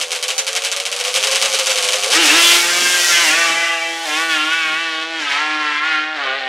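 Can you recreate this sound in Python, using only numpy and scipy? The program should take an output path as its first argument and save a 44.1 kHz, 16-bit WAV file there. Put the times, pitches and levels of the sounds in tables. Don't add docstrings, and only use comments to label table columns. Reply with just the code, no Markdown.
import sys
import numpy as np
from scipy import signal
from scipy.io import wavfile
from scipy.ndimage import uniform_filter1d

SR = 44100
rng = np.random.default_rng(int(sys.argv[2]) if len(sys.argv) > 2 else 0)


def generate_wav(signal):
    frames = np.transpose(np.atleast_2d(signal))
    scaled = np.clip(frames, -1, 1) * 32767
    pcm = np.round(scaled).astype(np.int16)
    wavfile.write(sys.argv[1], SR, pcm)


def makeup_ratio(level_db):
    decades = np.asarray(level_db, float) / 20
    return 10 ** decades


N = 285768
T = np.arange(N) / SR
SLOW_T = T[::32]


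def evened(x):
    return x / np.sqrt(np.mean(x ** 2) + 1e-20)


def add(mix, sound):
    part = mix[:len(sound)]
    part += sound[:len(part)]


def curve(rows, t=T):
    s, *columns = np.transpose(rows)
    return [np.interp(t, s, c) for c in columns]


def bumps(rows, t):
    return sum(size * np.cos(np.pi / 2 * np.clip((t - s) / np.where(t < s, before, after), -1, 1)) ** 2
               for s, size, before, after in rows)


def read(points, hz):
    f, value = np.transpose(points)
    return np.interp(np.log(hz + 1), np.log(f + 1), value)


def coloured(x, points):
    level = np.log(makeup_ratio(read(points, abs(np.fft.fftfreq(4096, 1 / SR)))))
    taps = np.fft.ifft(np.exp(np.conj(signal.hilbert(level)))).real[:2048]
    return signal.oaconvolve(x, taps / np.linalg.norm(taps))[:N]


def wander(per_s, count, t=T):
    step = 128
    x = rng.standard_normal((count, N // step + 2))
    x = signal.sosfiltfilt(signal.butter(2, per_s, fs=SR / step, output="sos"), x)
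    return [np.interp(t, np.arange(len(row)) * step / SR, evened(row)) for row in x]


# deepest moment in seconds, depth in Hz, fall in seconds, recovery in seconds.
TYRE_SAGS = [(2.28, 28.5, 0.082, 0.1), (3.28, 17, 0.061, .12), (3.5, 2.55, 0.062, 0.095),
             (3.8, 2.1, 0.062, 0.048), (4.07, 12, 0.0298, 0.06), (4.125, 12.3, 0.058, .1),
             (4.4, 11.5, .13, 0.19), (4.71, 9.5, 0.17, 0.12), (4.95, 5.5, 0.15, 0.2),
             (5.215, 7.7, .03, 0.061), (5.3, 17.4, .11, 0.14), (5.79, 9.05, 0.29, 0.089),
             (5.97, 4.56, 0.087, 0.16), (6.18, 5.3, 0.031, 0.051), (6.28, 13.5, 0.14, 0.11),
             (6.42, 3.5, 0.025, 0.089)]


def sag(t):
    return bumps(TYRE_SAGS, t)


# time in seconds, crank turns per second in Hz.
ENGINE_SPEED = [(0.0, 84.85), (0.2, 82.9), (0.42, 88.53), (0.7, 92.33), (1.05, 98.3), (1.2, 104.1),
                (1.44, 108.6), (1.75, 102.6), (1.85, 99.1), (2.07, 104.3), (2.165, 159.7), (2.2, 171.8),
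                (2.4, 168.5), (2.46, 171.1), (2.66, 172.9), (2.76, 175.9), (2.92, 177.8), (3.1, 173.2),
                (3.2, 171.6), (3.4, 167.6), (3.66, 167.6), (4.0, 165.3), (4.24, 164), (4.82, 166.5),
                (5.12, 164.3), (5.43, 152.5), (5.88, 159.3), (6.14, 155.9), (6.39, 136.5), (6.48, 132.3)]


def speed(t):
    return curve(ENGINE_SPEED, t)[0] - sag(t)


def kicked_speed(t):
    return speed(t) + 2.8 * (stutter(t) - .5) * (t < 2.1)


def crank():
    return np.cumsum(np.interp(T, SLOW_T, kicked_speed(SLOW_T))) / SR


# time in seconds, delay of the far pipe in turns,
# strength of the far pipe from 0 to 1, level of the clear tone in dB, level of the treble in dB.
PIPES_FACING = [(2.1, 0.01, 0.25, -1.5, 1), (2.3, 0.02, 0, 0.5, -1.5), (2.45, .012, 0.56, -0.5, 6),
                (2.62, 0.017, 0.66, -2, 5.5), (2.74, 0.19, 0.62, -0.5, 2), (3.08, 0.15, 0.59, 0.5, 4),
                (3.18, 0.047, 0.43, 3.5, 1), (3.45, 0.064, 0.54, 1, -1.5), (3.75, 0.08, 0.76, 4, -1),
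                (4.0, 0.063, 0.7, -4.5, 1.5), (4.14, 0.058, 1, -5, -0.5), (4.27, 0.073, .8, -1.5, 3.5),
                (4.4, 0.05, 0.96, -1.5, -2), (4.63, 0.074, 1, 1, -0.5), (5.1, 0.059, 0.59, -3.5, -7),
                (5.35, 0.051, 0.99, -5.5, -8), (6.05, 0.062, .88, 1, -12), (6.17, 0.055, 0.4, -1.5, -11),
                (6.24, 0.146, 0.75, 0, -13), (6.48, 0.146, .7, -3.5, -9)]


def facing(t):
    return curve(PIPES_FACING, t)


def firings(jitter_s, spread_db, near_db=0.):
    at = np.flatnonzero(np.diff(np.floor(2 * crank())))
    far_pipe = np.arange(len(at)) % 2 == 0
    late = (facing(T[at])[0] * SR / speed(T[at]) * (T[at] > 2.1)).astype(int) * far_pipe
    chance = rng.standard_normal((len(at), 2))
    size_db = spread_db * np.clip(chance[:, 1], -2, 1) + near_db * ~far_pipe
    moved = at + late + (jitter_s * SR * chance[:, 0]).astype(int)
    clicks = np.zeros(N)
    clicks[np.clip(moved, 0, N - 1)] = makeup_ratio(size_db)
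    return clicks


# time in seconds, opening in dB.
THROTTLE_OPENING = [(0, 0), (.4, 0.5), (.9, 0.5), (1.25, 4.5), (2.1, 5)]


def throttle(t):
    return curve(THROTTLE_OPENING, t)[0]


# start in seconds, peak level in dB, length in seconds.
SLOW_STUTTER = [(0.001, -7, 0.018), (0.014, -5, 0.018), (0.107, -6.5, 0.0034), (0.118, -2.5, 0.018),
                (0.15, -6.5, 0.016), (0.227, -2, 0.015), (0.282, -1, 0.012), (0.304, -1.5, 0.0099),
                (0.3802, -1, 0.016), (0.4673, -3.5, 0.026), (0.5304, -5.5, 0.0032), (0.5521, -3, 0.026),
                (0.621, -5, 0.0026), (0.638, -4, 0.039), (0.716, -3, 0.015), (0.764, -4.5, 0.014),
                (0.8006, -2, 0.006), (0.8533, -3, 0.022), (0.916, -5.5, 0.016), (0.964, -3.5, 0.0034),
                (0.9897, -7.5, 0.03), (1.0396, -5, 0.024), (1.071, -5, 0.021)]
QUICK_STUTTER = [(1.1414, -1.5, 0.044), (1.228, -1, 0.023), (1.2711, 2, 0.009), (1.3134, 0, 0.019),
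                 (1.348, -0.5, 0.018), (1.4152, -0.3, 0.02), (1.4498, -1, 0.015), (1.5277, -2.5, 0.03),
                 (1.5886, 1, 0.0098), (1.6601, -0.5, 0.024), (1.6955, -1, 0.022), (1.758, -3, .012),
                 (1.7757, -1, .012), (1.8258, 1, 0.0082), (1.843, -0.5, 0.0099), (1.8775, -3, 0.02),
                 (1.923, -2, 0.025), (1.9577, -5, 0.017), (2.026, -3, 0.027), (2.1022, -3, 0.11)]


def stutter(t):
    runs = [(s + length, 1, length + .005, .04) for s, db, length in SLOW_STUTTER + QUICK_STUTTER]
    return np.minimum(bumps(runs, t), 1)


# frequency in Hz, level in dB.
BLAST_COLOUR = [(300, -30), (1200, -51), (2200, 4.5), (3300, 7.5), (5500, 4), (9000, 0), (12000, -11),
                (16000, -33)]
# frequency in Hz, level in dB.
WALL_RATTLE_COLOUR = [(150, -40), (360, -19.5), (500, -3.5), (900, -8), (1800, -3.5), (2800, 1), (3800, -1),
                      (5000, -7.5), (7000, -7.5), (9500, -13.5), (16000, -44)]


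def cracks():
    hard, gas, j = np.zeros(N), np.zeros(N), np.arange(14)
    for s, db, length in SLOW_STUTTER + QUICK_STUTTER:
        chance = rng.standard_normal((len(j), 2)) * (j[:, None] > 0)
        after = j / (2 * speed(s)) + .0002 * chance[:, 0]
        at = np.round((s + after) * SR).astype(int)
        size_db = db + 9 - 6.5 * (j % 2) - 2.5 * (j == 0) + 2.3 * np.minimum(chance[:, 1], .8)
        size = makeup_ratio(size_db) * np.exp(-(after / length) ** 4)
        np.add.at(hard, at, size)
        np.add.at(gas, at, size * makeup_ratio(-1.5 * np.exp(-after / .0051)))
    weak = makeup_ratio(-13 + 2.08 * throttle(T)) * firings(.0003, spread_db=1, near_db=4) * (T < 2.13)
    weak *= uniform_filter1d(hard, 500) < .3 / 500
    t = np.arange(6000) / SR
    blast, rattle, lane = np.zeros(N), np.zeros(N), rng.integers(0, 6, N)
    for k in range(6):
        spit = .3 * rng.standard_normal(60) * makeup_ratio(-60 * t[:60] / .003) + (t[:60] == 0)
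        add(blast, signal.oaconvolve((hard + weak) * (lane == k), spit / np.linalg.norm(spit))[:N])
        tail = rng.standard_normal(len(t)) * makeup_ratio(-60 * t / .2) * (1 - np.exp(-(t / .00054) ** 2))
        shaken = (gas + .5 * weak) * (lane == k)
        add(rattle, signal.oaconvolve(shaken, tail / np.linalg.norm(tail))[:N])
    hiss = rng.standard_normal(len(t)) * makeup_ratio(-60 * t / .077) * (1 - np.exp(-t / .00054))
    add(blast, signal.oaconvolve(gas + .6 * weak, hiss / np.linalg.norm(hiss))[:N])
    return coloured(blast, BLAST_COLOUR) + makeup_ratio(2.57) * coloured(rattle, WALL_RATTLE_COLOUR)


def place(t):
    launch_s, start_m, pass_m, pull_m_per_s2 = 2.3, 5, 3, 18
    along = .5 * pull_m_per_s2 * np.maximum(t - launch_s, 0) ** 2 - start_m
    metres = np.hypot(along, pass_m)
    return metres, .5 + .5 * along / metres


# time in seconds, level in dB.
PULLING_EFFORT = [(2.1, -16), (2.14, -13.5), (2.53, -13), (2.64, -19), (3.29, -17), (3.78, -24),
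                  (4.01, -23), (4.14, -15.5), (4.62, -19.5), (5.01, -21.5), (5.08, -24.5), (5.33, -13),
                  (5.45, -18), (5.95, -18), (6.1, -26), (6.11, -26.5), (6.25, -20.5), (6.48, -24)]
# peak in seconds, change in dB, way in in seconds, way out in seconds.
PIPE_SURGES = [(2.16, 5.5, 0.065, 0.03), (3.07, -1.5, 0.25, 0.055), (3.48, 2, 0.21, 0.086),
               (3.67, 1.5, 0.14, 0.044), (4.28, -4, 0.068, 0.022), (4.33, 1.5, 0.049, 0.11),
               (4.49, -0.5, 0.058, 0.026), (4.53, 2.5, 0.025, 0.05), (5.03, 2, 0.025, 0.042),
               (5.27, -2.5, 0.028, 0.036), (5.58, -2.5, 0.027, 0.034), (5.81, -3, 0.04, 0.046),
               (6.41, 0, 0.042, 0.032)]


def effort(t):
    return curve(PULLING_EFFORT, t)[0] + bumps(PIPE_SURGES, t)


# peak in seconds, added roughness, way in in seconds, way out in seconds.
GEAR_STUMBLES = [
    (2.15, 1.2, .05, .07),
    (2.26, 1., .06, .08),
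    (3.6, .3, .3, .4),
    (3.28, .5, .06, .08),
    (4.07, .9, .02, .06),
    (5.21, 1., .02, .07),
    (5.33, .5, .05, .05),
    (6.17, .9, .02, .05),
    (6.24, .7, .04, .05),
    (6.4, .6, .015, .03),
]


def stumble(t):
    return bumps(GEAR_STUMBLES, t)


# time in seconds, share from 0 to 1.
SURFACE_SMEAR = [(2.1, 1), (4.04, .9), (4.065, 0)]


def smear(t):
    return curve(SURFACE_SMEAR, t)[0]


# time in seconds, centre in Hz, width in octaves, lift in dB.
PIPE_BEAM = [(2.1, 2507, 0.25, 2.5), (2.38, 2997, 0.41, 6.5), (2.5, 3300, 0.38, 12.5),
             (2.75, 2320, 0.79, 0.5), (3.2, 2010, 0.4, 0.5), (3.65, 2182, 0.39, 15), (4.0, 2100, 0.39, 1.5),
             (4.35, 2840, 0.4, 6), (4.7, 2343, 0.12, 6.5), (5.0, 1894, 0.8, -4), (5.4, 1360, 0.92, 15),
             (6.1, 1467, .38, 10.5), (6.48, 1607, 0.56, 4)]
GROUND_LIFT = [(2.1, 1100, 0.32, -1), (2.35, 1110, 0.25, 4.5), (3.0, 1116, 0.32, -3.5),
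               (3.3, 1279, 0.18, -3), (3.45, 1130, 0.25, 7), (3.65, 1165, 0.2, 11), (3.9, 1110, 0.37, 4),
               (4.1, 998, .2, 3), (4.25, 1348, 0.24, 10), (4.65, 1339, 0.33, 7), (4.8, 1293, 0.43, 3.5),
               (5.05, 1441, 0.11, 5), (5.25, 1500, 0.18, 0.5), (5.45, 1241, 0.31, -0.5),
               (6.1, 1256, 0.24, 2.5), (6.3, 690, 1, 5), (6.48, 701, 0.51, 2)]
LANE_BOOM = [(2.1, 670, 0.15, -6), (2.6, 664, .2, -3.5), (3.3, 666, 0.24, 3), (3.42, 610, .27, 9.5),
             (4.08, 580, 0.23, 8), (4.16, 639.8, .2, 0), (4.95, 634, 0.18, 3.5), (5.1, 639.3, .2, 4),
             (5.35, 586, 0.16, -8), (5.75, 590, 0.23, -5.5), (6.0, 619, 0.19, 4), (6.15, 622.8, .2, -0.5),
             (6.26, 550, 0.17, 17), (6.48, 540, 0.15, 12)]
CHAIN_RASP = [(2.1, 6230, 0.17, -3.5), (2.6, 6000, .2, 1), (2.75, 5600, .15, -1), (2.95, 5360, 0.18, -2),
              (3.1, 5600, 0.22, 5), (3.25, 5806, 0.17, 0), (3.5, 5514, 0.19, -0.5)]


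def beam(hz, t):
    lift = 0
    for table in (PIPE_BEAM, GROUND_LIFT, LANE_BOOM, CHAIN_RASP):
        centre_hz, octaves, lift_db = curve(table, t)
        lift = lift + lift_db * np.exp(-.5 * (np.log2((hz + 1) / centre_hz) / octaves) ** 2)
    return lift


def steady(x, db):
    loudness = np.sqrt(abs(uniform_filter1d(x ** 2, size=6000)) + 1e-12)
    return np.interp(T, SLOW_T, makeup_ratio(db)) * x / loudness


# frequency in Hz, level in dB.
IDLE_COLOUR = [(90, -25), (200, -17), (340, -36), (420, -7), (500, 5.5), (570, 2.5), (640, -15.5),
               (720, -6), (900, -11.5), (1100, 14.5), (3000, -12), (6000, -31)]
# frequency in Hz, level in dB.
PULLING_COLOUR = [(82, -62.5), (140, -45), (307, -2.5), (502, -7.5), (601, -8.5), (781, -4.5), (1410, 4),
                  (3190, 5), (4430, -7.5), (7000, -29), (9100, -48), (15400, -120)]
# deepest moment in seconds, depth in dB, fall in seconds, recovery in seconds.
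GROUND_NULLS = [(2.2, -5.5, 0.17, 0.33), (3.08, 9, 0.58, 0.24), (3.67, 7, 0.024, 0.03),
                (3.98, 2.5, 0.078, 0.056), (4.65, 5.5, 0.49, 0.56), (5.23, 5, 0.054, 0.23),
                (5.79, 4.5, 0.2, 0.16), (6.07, 3, 0.43, 0.17), (6.36, -2.5, .12, 0.26)]


def drone():
    t = SLOW_T
    running, (metres, tail), blur = stutter(t), place(t), smear(t)
    hz = kicked_speed(t)
    lag, far, clear_db = facing(t)[:3]
    turns = crank() + .003 * wander(60, count=1)[0]
    load = np.clip((t - 2.09) / .084, 0, 1)
    idle = 1 - load

    idle_db = 1.57 * throttle(t) + 3 * running - .5 * t
    pull_db = effort(t)
    pull_low_db = -26 + .12 * pull_db - .021 * metres - bumps(GROUND_NULLS, t)
    low_db = np.where(load > 0, pull_low_db, -36.5 + idle_db)
    pull_high_db = 1 + clear_db - 4 * stumble(t) + pull_db
    high_db = idle * (-42 + idle_db) + load * pull_high_db
    rough = .7 * idle + load * (.28 + .025 * sag(t) + .0012 * metres + stumble(t))
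    flicker = np.minimum(rough + .3 * blur * load, .85)

    far = load * np.clip(far, 0, .95)
    shade_db = -4.5 + 6 * tail
    low, high = np.zeros(N), np.zeros(N)
    chances = zip(wander(6, count=36, t=t), wander(35, count=36, t=t))
    for k, (swell, flutter) in enumerate(chances, 1):
        pair = 1 + far * np.exp(-2j * np.pi * k * (.5 + lag))
        pulling_db = read(PULLING_COLOUR, k * hz) + beam(k * hz, t)
        pulling_db += shade_db * np.exp(-.5 * (np.log2(k * hz / 880) / .45) ** 2)
        level_db = load * pulling_db + idle * read(IDLE_COLOUR, k * hz)
        level_db += (2.4 - .7 * load + 1.2 * load * blur) * swell
        level_db += 3 * idle * flutter
        level_db += 4 * min(k / 8, 1) * flicker * flutter[::-1]
        level_db -= 10 * (k == 1)
        phase = np.pi + np.angle(pair) - (.018 + .11 * blur) * k * k
        phase += 1.6 * (1 - tail) * swell[0]
        phase += .05 * k * rough * flutter
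        size, upper = makeup_ratio(level_db) * abs(pair), np.clip((k * hz - 850) / 100, 0, 1)
        tone = np.cos(2 * np.pi * k * turns + np.interp(T, t, phase))
        add(low, tone * np.interp(T, t, size * (1 - upper)))
        add(high, tone * np.interp(T, t, size * upper))
    return steady(low, uniform_filter1d(low_db, size=20)) + steady(high, high_db)


def barriers(x):
    taps, count = np.zeros(13000), 600
    at = 500 + np.arange(count) * 20 + rng.integers(0, 20, count)
    taps[at] = rng.choice([-1., 1.], count) * makeup_ratio(-60 * at / SR / .27)
    echo_db = -13 + .25 * sag(SLOW_T) + .02 * place(SLOW_T)[0]
    echo = signal.oaconvolve(x, taps / np.linalg.norm(taps))[:N]
    return np.interp(T, SLOW_T, makeup_ratio(echo_db)) * echo


# strongest moment in seconds, lift in dB, rise in seconds, fall in seconds.
WIND_GUSTS = [(0.0, 19, .05, 0.06), (1.8, 13, 0.72, 0.29), (2.14, 27, 0.093, 0.19), (2.6, 30.5, 0.42, 0.62),
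              (3.0, 15.5, 0.35, 0.11), (3.3, 28, 0.32, 0.31), (3.6, 26, 0.28, 0.062), (3.92, 5, 0.32, 0.4),
              (4.75, 23, 0.49, 0.16), (5.94, 3, 0.081, 0.096), (6.24, 8, 0.11, 0.047)]
# frequency in Hz, level in dB.
WIND_COLOUR = [(20, -26), (100, -38), (150, -15), (200, -15.5), (260, -13.5), (400, -10.5), (800, -88)]


def rumble():
    noise = coloured(rng.standard_normal(N), WIND_COLOUR)
    gust_db = np.interp(T, SLOW_T, bumps(WIND_GUSTS, SLOW_T))
    return makeup_ratio(-72 + gust_db + 2.5 * wander(15, count=1)[0]) * noise


# frequency in Hz, level in dB.
GAS_COLOUR = [(18, -79), (30, -88), (215, -85), (345, -5), (404, -4.5), (684, 0.5), (760, -1), (866, -2.5),
              (1130, -0.5), (1540, 2), (5450, 2), (10800, -1.5), (16000, -10)]


def roar():
    puff = np.exp(-np.arange(300) / (.0018 * SR))
    gate = evened(signal.oaconvolve(firings(.000085, spread_db=0), puff)[:N])
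    even_flow = .9 - .75 * (1 - .6 * smear(T)) * place(T)[1] ** 4
    strength = np.sqrt(even_flow ** 2 + 2 * even_flow * gate.mean() + 1)
    gas = (even_flow + gate) / strength * rng.standard_normal(N)
    hz, t, z = signal.stft(gas, SR, nperseg=512, noverlap=384)
    hz = hz[:, None]
    metres, tail = place(t)
    level_db = effort(t) + 6.5 - 13 * np.log10(metres / 5)
    level_db += -.0244 * sag(t) + 3 * stumble(t)
    treble_db = -11.5 + facing(t)[3] - .0037 * metres + .14 * sag(t)
    body_db = -4.5 + .1253 * metres
    above = np.clip((hz - 5600) / 5400, 0, 2.2)
    below = np.clip(np.log2(5600 / (hz + 1)) / .5, 0, 1)
    colour = read(GAS_COLOUR, hz) - read(GAS_COLOUR, 5500.0)
    colour = colour + above * treble_db + below * body_db + level_db
    colour += .5 * beam(hz, t)
    colour += -5.5 * tail ** 4 / (1 + (hz / 1500) ** 4)
    out = signal.istft(z * makeup_ratio(colour), SR, nperseg=512, noverlap=384)[1][:N]
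    return out * np.clip((T - 2.09) / .17, 0, 1)


# time in seconds, difference in dB.
PORT_SPREAD = [(0, -17), (2.05, -21.5), (2.12, -29), (2.68, -14), (2.8, -5), (3.12, -14), (3.2, -26),
               (3.75, -18), (4.05, -23)]


def scene():
    rough, tone = roar() + cracks(), drone()
    scatter = rng.standard_normal(400) * np.exp(-np.arange(400) / 200)
    side = signal.oaconvolve(rough, scatter / np.linalg.norm(scatter))[:N]
    side = signal.sosfilt(signal.butter(2, 9000, "high", fs=SR, output="sos"), side)
    side *= makeup_ratio(curve(PORT_SPREAD)[0] + 10.2 * wander(7.7, count=1)[0] * (T < 2.1))
    small_pipes = signal.butter(5, 235, "high", fs=SR, output="sos")
    mid = signal.sosfilt(small_pipes, rough + tone + barriers(tone)) + rumble()
    return np.array([mid + side, mid - side])


def band_limit(x):
    return signal.sosfilt(signal.butter(12, 16500, fs=SR, output="sos"), x)


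# time in seconds, highest peak.
LIMITER_CEILING = [(0, .68), (1.05, .62), (1.15, .84), (2.57, .86), (2.63, .56), (3.6, .55), (4.1, .66)]


def record(dry):
    limited = dry / (1 + (dry / curve(LIMITER_CEILING)[0]) ** 6) ** (1 / 6)
    limited = signal.sosfilt(signal.butter(2, 110, "high", fs=SR, output="sos"), limited)
    edge = signal.firwin(301, 15900, window=("kaiser", 9), fs=SR)
    mix = signal.oaconvolve(limited, edge[None], "same")
    return band_limit(mix)


dry = scene()
out = record(dry)
generate_wav(out)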